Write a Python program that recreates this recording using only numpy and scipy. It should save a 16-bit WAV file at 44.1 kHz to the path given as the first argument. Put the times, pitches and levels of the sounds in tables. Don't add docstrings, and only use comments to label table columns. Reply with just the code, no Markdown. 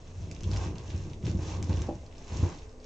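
import sys
import numpy as np
from scipy import signal
from scipy.fft import rfft, irfft
from scipy.io import wavfile
from scipy.ndimage import uniform_filter1d

SR = 44100
rng = np.random.default_rng(int(sys.argv[2]) if len(sys.argv) > 2 else 0)


def bounce(signal):
    frames = np.transpose(np.atleast_2d(signal))
    limited = np.clip(frames, -1, 1)
    pcm = np.round(limited * 32767).astype(np.int16)
    wavfile.write(sys.argv[1], SR, pcm)


N = 125685
TIME = np.arange(N) / SR

# f/Hz, level/dB
ROOM_SPECTRUM = [(10, -10), (21, 7), (40, -5.5), (60, -0.5), (120, -15.5), (220, -40.5), (420, -15),
                 (700, -23.5), (1500, -55.5), (4000, -44.5), (7000, -37.5), (9000, -64)]
# f/Hz, level/dB
HUM_PARTIALS = [(247.6, -61), (302, -73.5), (366, -76.5), (436, -63.5), (532.9, -69.5), (666, -71)]
# t/s, level/dB
RUSTLE_ENVELOPE = [(0.0, -60.5), (0.13, -60), (0.24, -54.5), (0.29, -60), (0.42, -57.5), (0.53, -48.5),
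                   (0.65, -47), (0.74, -60), (0.83, -55.5), (0.91, -51), (1.1, -57.5), (1.205, -67),
                   (1.27, -44.5), (1.35, -59.5), (1.43, -47), (1.53, -45), (1.61, -58.5), (1.71, -50),
                   (1.82, -51), (1.9, -56.5), (2.1, -64.5), (2.24, -54.5), (2.35, -46), (2.52, -51.5),
                   (2.63, -57.5), (2.7, -73.5), (2.78, -73.5), (2.85, -54.5)]
# f/Hz, level/dB
MESH_SPECTRUM = [(500, -21), (900, -18), (1500, -3.5), (2000, -2), (2800, 1.5), (3600, 0), (4600, -1.5),
                 (5600, 1), (6400, 1.5), (7200, -1.5), (7700, -8), (8100, -16), (9000, -33)]
# t/s, level/dB
DRAG_ENVELOPE = [(0.0, -63), (0.3, -60.5), (0.46, -58.5), (0.54, -46.5), (0.63, -42.5), (0.72, -54.5),
                 (0.9, -54.5), (1.12, -58.5), (1.2, -65.5), (1.27, -50), (1.35, -57), (1.5, -45),
                 (1.66, -54), (1.71, -51), (1.83, -47), (2.0, -63), (2.23, -59), (2.34, -47.5),
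                 (2.41, -46.5), (2.45, -48), (2.51, -49), (2.61, -58.5), (2.85, -68.5)]
# f/Hz, level/dB
DRAG_SPECTRUM = [(150, -21), (300, 5.5), (480, 3), (600, 1), (690, -1), (800, 1.5), (950, -1.5),
                 (1060, -1.5), (1250, -7), (1420, -12.5), (1540, -6.5), (1800, -15), (2600, -13.5),
                 (6000, -48.5)]
# t/s, boom level/dB, body level/dB
RUMBLE_ENVELOPES = [(0.0, -44, -53), (0.15, -39.5, -49.5), (0.21, -24, -49), (0.28, -37.5, -41),
                    (0.41, -34.5, -47.5), (0.48, -29, -34.5), (0.55, -19.5, -34.5), (0.61, -25, -43),
                    (0.72, -31.5, -35), (0.83, -35.5, -50), (0.97, -28, -42.5), (1.08, -34.5, -39.5),
                    (1.21, -37, -46.5), (1.27, -29.5, -28), (1.33, -34, -35), (1.4, -22.5, -38),
                    (1.48, -30, -41), (1.62, -26, -34.5), (1.67, -30, -38), (1.72, -23, -28),
                    (1.8, -22.5, -35.5), (1.97, -38.5, -47), (2.12, -42.5, -56), (2.26, -48, -51.5),
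                    (2.34, -27.5, -38.5), (2.44, -21, -31), (2.53, -47, -43.5), (2.68, -41, -67),
                    (2.85, -67, -62)]
# f/Hz, level/dB
BOOM_SPECTRUM = [(30, -27.5), (45, -22), (56, 6.5), (70, 2.5), (82, 7.5), (92, 14), (102, 5), (115, 1.5),
                 (145, -7), (220, -50.5), (900, -59)]
# f/Hz, level/dB
BODY_SPECTRUM = [(40, -37.5), (90, -19.5), (140, 8.5), (195, 4), (222, 1.5), (245, -2), (275, -8),
                 (308, 6.5), (324, -5), (343, 0.5), (375, -2), (440, -11.5), (600, -16), (1000, -38),
                 (3000, -73)]
# t/s, level/dB, contact low-pass f/Hz, boom f/Hz
FINGER_BLOWS = [(0.198, -32, 115, 78.6), (0.267, -44.5, 259, 99), (0.316, -42.5, 238, 101),
                (0.429, -31.5, 257, 100), (0.459, -22, 119, 87.3), (.662, -26, 156, 89),
                (0.748, -39, 224, 88), (0.943, -27, 171, 87), (1.236, -27, 170, 105),
                (1.263, -29, 250, 108), (1.294, -27.5, 330, 104), (1.318, -30, 220, 110),
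                (1.347, -20.5, 180, 81), (1.623, -28.5, 148, 89.5), (1.6937, -22, 220, 85),
                (1.749, -33, 170, 90), (1.954, -37.5, 240, 100), (2.32, -27.5, 161, 85),
                (2.398, -18.5, 100, 90), (2.425, -18.5, 130, 92), (2.434, -22.5, 363, 95)]
# f/Hz, level/dB, T60/s
TOP_MODES = [(113, -11.5, 0.043), (152.8, -4, 0.045), (188, -2, 0.16), (233, 2, 0.032), (309, -10, 0.1),
             (342, -3.5, 0.22), (493, -0.5, 0.053)]
# t/s, level/dB, ring f/Hz, tip level/dB relative to the snap
STRAND_SNAPS = [(0.3127, -31.5, 6400, -16), (0.322, -49, 6500, -2), (0.3482, -38, 5900, -17),
                (0.364, -39, 3200, -14.5), (0.407, -36.5, 6040, -7), (0.4248, -44, 6200, -7),
                (0.4336, -32.5, 6260, -14), (0.4409, -34, 3250, -18), (0.5145, -30.5, 5260, -25),
                (0.5339, -31, 3200, -22), (0.5616, -29.5, 3400, -30), (0.57, -28.5, 6230, -23),
                (0.7568, -40, 2900, -10), (0.782, -34, 5830, -18), (0.9034, -35, 2840, -24),
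                (1.1328, -37, 3500, -24), (1.227, -43.5, 2920, -16), (1.2494, -38.5, 2840, -23),
                (1.255, -34, 5500, -19), (1.267, -32, 2730, -16), (1.2808, -43, 2600, -22),
                (1.297, -36, 5800, -22), (1.3133, -35.5, 6640, -19), (1.6265, -28.5, 7000, -3),
                (1.642, -35.5, 6460, -10), (1.694, -36, 6300, -21), (1.71, -44, 3500, -8.5),
                (1.729, -32, 3960, -24), (1.771, -34.5, 2940, -18), (1.8185, -30, 6300, -13),
                (1.869, -41.5, 6200, -16), (2.063, -43.5, 6200, -14), (2.1253, -44.5, 3380, -20),
                (2.1808, -39.5, 5800, -22), (2.2887, -45, 6140, -26), (2.371, -32.5, 6100, -12),
                (2.587, -46, 5360, -18), (2.6932, -46, 5850, -18), (2.7276, -50, 5980, -20),
                (2.801, -47, 5960, -18), (2.843, -41, 6200, -14)]
# t/s, level/dB, decay time constant/s
SKIDS = [(0.759, -50, 0.026), (1.388, -46.5, 0.029), (1.696, -42.5, 0.042), (2.436, -41.5, 0.056)]
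# t/s, level/dB
HARD_BLOWS = [(1.8864, -27.5), (1.9075, -33), (1.9229, -37.5), (2.03, -49)]
# f/Hz, level/dB, T60/s
HOLLOW_MODES = [(253, 5, 0.024), (336.6, 1, 0.1), (493, -3.5, 0.08), (596, 0, 0.074), (770, -2, 0.037),
                (835.7, -9, 0.23), (938, -19, 0.15), (1125, -11.5, .05)]

DRAG_WET_DB, TABLE_WET_DB = -9, -16.5


def from_db(db):
    return 10 ** (np.asarray(db) / 20)


def unit_rms(x):
    return x / np.sqrt(np.mean(x ** 2) + 1e-20)


def envelope(rows, column=1):
    rows = np.array(rows)
    return from_db(np.interp(TIME, rows[:, 0], rows[:, column]))


def colour(x, spectrum):
    size = 2 ** 18
    hz, db = np.transpose(spectrum)
    bin_hz = np.arange(size // 2 + 1) * SR / size
    log_gain = np.log(from_db(np.interp(np.log(bin_hz + 1), np.log(hz), db)))
    cepstrum = irfft(log_gain)
    cepstrum[1:size // 2] *= 2
    cepstrum[size // 2 + 1:] = 0
    return unit_rms(irfft(rfft(x, size) * np.exp(rfft(cepstrum)))[:N])


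def butter(x, hz, kind, order=2):
    return signal.sosfilt(signal.butter(order, hz, kind, fs=SR, output="sos"), x + 1e-18)


def ring(force, hz, t60):
    radius = np.exp(-np.log(1000) / (t60 * SR))
    angle = 2 * np.pi * hz / SR
    return signal.lfilter([0, np.sin(angle)], [1, -2 * radius * np.cos(angle), radius ** 2], force + 1e-18)


def impulse(onset_s, db):
    return from_db(db) * (np.arange(N) == int(onset_s * SR))


def grains(per_s, spread_db):
    sizes = from_db(spread_db * np.minimum(rng.exponential(1, N), 4.5))
    signs = rng.choice([-1, 1], N)
    return unit_rms(sizes * signs * (rng.random(N) < per_s / SR))


def in_room(x, wet_db, t60=0.17):
    t = TIME[:SR // 2]
    tail = rng.standard_normal((2, len(t))) * np.exp(-np.log(1000) * t / t60)
    tail /= np.sqrt(np.sum(tail ** 2, axis=1, keepdims=True))
    tail += 1.25 * butter(tail, [900, 2600], "band", order=1)
    wet = from_db(wet_db)
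    return (x + wet * signal.fftconvolve(x[None], tail, axes=1)[:, :N]) / np.sqrt(1 + wet ** 2)


def room_tone():
    rumble = from_db(-48.5) * colour(rng.standard_normal(N), ROOM_SPECTRUM)
    hum = 0
    for hz, db in HUM_PARTIALS:
        drive = butter(rng.standard_normal(N), hz / 2, "high")
        hum += from_db(db) * unit_rms(ring(drive, hz, t60=1.2))
    hiss = from_db(-63) * unit_rms(butter(rng.standard_normal((2, N)), 600, "low", order=1))
    whine = from_db(-82) * np.sin(2 * np.pi * 8000 * TIME)
    return rumble + hum + hiss + whine


def rustle():
    gain = envelope(RUSTLE_ENVELOPE)
    activity = gain / gain.mean()
    ticks = sum(unit_rms(ring(grains(per_s=85 * activity, spread_db=3.4), hz, t60=0.002))
                for hz in np.linspace(1800, 7800, num=12))
    ticks = from_db(-2.5) * unit_rms(ticks / np.sqrt(activity))
    friction = grains(per_s=8000, spread_db=2.5)
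    rubbing = colour(ticks + friction, MESH_SPECTRUM) * gain
    crackles = butter(grains(per_s=90, spread_db=2.5), 4200, "high", order=1)
    crackles = from_db(-8) * colour(crackles, MESH_SPECTRUM) * gain.mean() * activity ** 0.95
    return in_room((rubbing + crackles) * from_db(-4.5), wet_db=-3.5)


def drag():
    slips = colour(grains(per_s=1800, spread_db=-2.0), DRAG_SPECTRUM)
    return in_room(slips * envelope(DRAG_ENVELOPE) * from_db(-0.5), DRAG_WET_DB)


def table_rumble():
    boom = colour(grains(per_s=410, spread_db=1.0), BOOM_SPECTRUM)
    running_rms = np.sqrt(uniform_filter1d(boom ** 2, size=1800) + 1e-6)
    boom = unit_rms(boom / running_rms ** 0.8)
    boom *= envelope(RUMBLE_ENVELOPES, column=1) * from_db(-8)
    body = colour(grains(per_s=410, spread_db=-1.5), BODY_SPECTRUM)
    body *= envelope(RUMBLE_ENVELOPES, column=2) * from_db(-4)
    return in_room(boom + body, TABLE_WET_DB)


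def thumps():
    force, boom = 0, 0
    for onset_s, db, contact_hz, boom_hz in FINGER_BLOWS:
        blow = butter(impulse(onset_s, db - 4.5), contact_hz, "low")
        blow = butter(blow, 68, "high", order=4)
        force += blow
        boom += from_db(8.5) * ring(blow, boom_hz, t60=0.12)
    body = sum(from_db(db) * ring(force, hz, t60) for hz, db, t60 in TOP_MODES)
    return in_room(-(boom + body), TABLE_WET_DB)


def snaps():
    fall_s, tail_s, bandwidth_hz = 0.0013, 0.007, 1500
    ring_t60 = np.log(1000) / (np.pi * bandwidth_hz)
    t = TIME[:2048]
    decay = np.exp(-t / fall_s) + 0.13 * np.exp(-t / tail_s)
    bodies, tips = np.zeros((2, N + SR))
    for onset_s, db, hz, tip_db in STRAND_SNAPS:
        burst = rng.standard_normal(len(t)) * decay
        tone = unit_rms(ring(np.diff(burst, prepend=0), hz, ring_t60))
        broadband = unit_rms(butter(burst, 1500, "high"))
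        body = unit_rms(butter(tone + 1.4 * broadband, 6820, "low", order=5))
        tip = unit_rms(butter(burst, [9100, 15500], "band", order=4))
        tip = from_db(tip_db) * butter(tip, 11500, "low", order=3)
        start, gain = int(onset_s * SR), from_db(db - 23)
        bodies[start:start + len(t)] += gain * body
        tips[start:start + len(t)] += gain * tip
    return in_room(bodies[:N], wet_db=-5.5) + tips[:N]


def scuffs():
    gain = sum(from_db(db) * (TIME >= onset_s) * np.exp(-np.abs(TIME - onset_s) / fall_s)
               for onset_s, db, fall_s in SKIDS)
    slips = colour(grains(per_s=2500, spread_db=2.0), DRAG_SPECTRUM)
    return in_room(slips * gain, DRAG_WET_DB)


def knock():
    blows = sum(impulse(onset_s, db) for onset_s, db in HARD_BLOWS)
    force = butter(blows, 920, "low", order=4)
    modes = sum((-1) ** k * from_db(db - 1.5) * ring(force, hz, t60)
                for k, (hz, db, t60) in enumerate(HOLLOW_MODES))
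    crack = from_db(13) * ring(force, hz=390, t60=0.0031)
    return in_room(modes + crack, wet_db=-16.5)


def scene():
    pan = from_db([[-0.6], [0.6]])
    mesh = (rustle() + snaps() + drag() + scuffs()) * pan
    return mesh + table_rumble() + thumps() + knock() + room_tone()


def record(dry):
    passband = butter(dry, 8600, "low", order=24)
    leak = from_db(-18.5) * butter(butter(dry, 8500, "high"), 12500, "low")
    hiss = from_db(-99) * (rng.standard_normal(N) + 0.5 * rng.standard_normal((2, N)))
    return butter(passband + leak + hiss, 15200, "low", order=16)


dry = scene()
out = record(dry)
bounce(out)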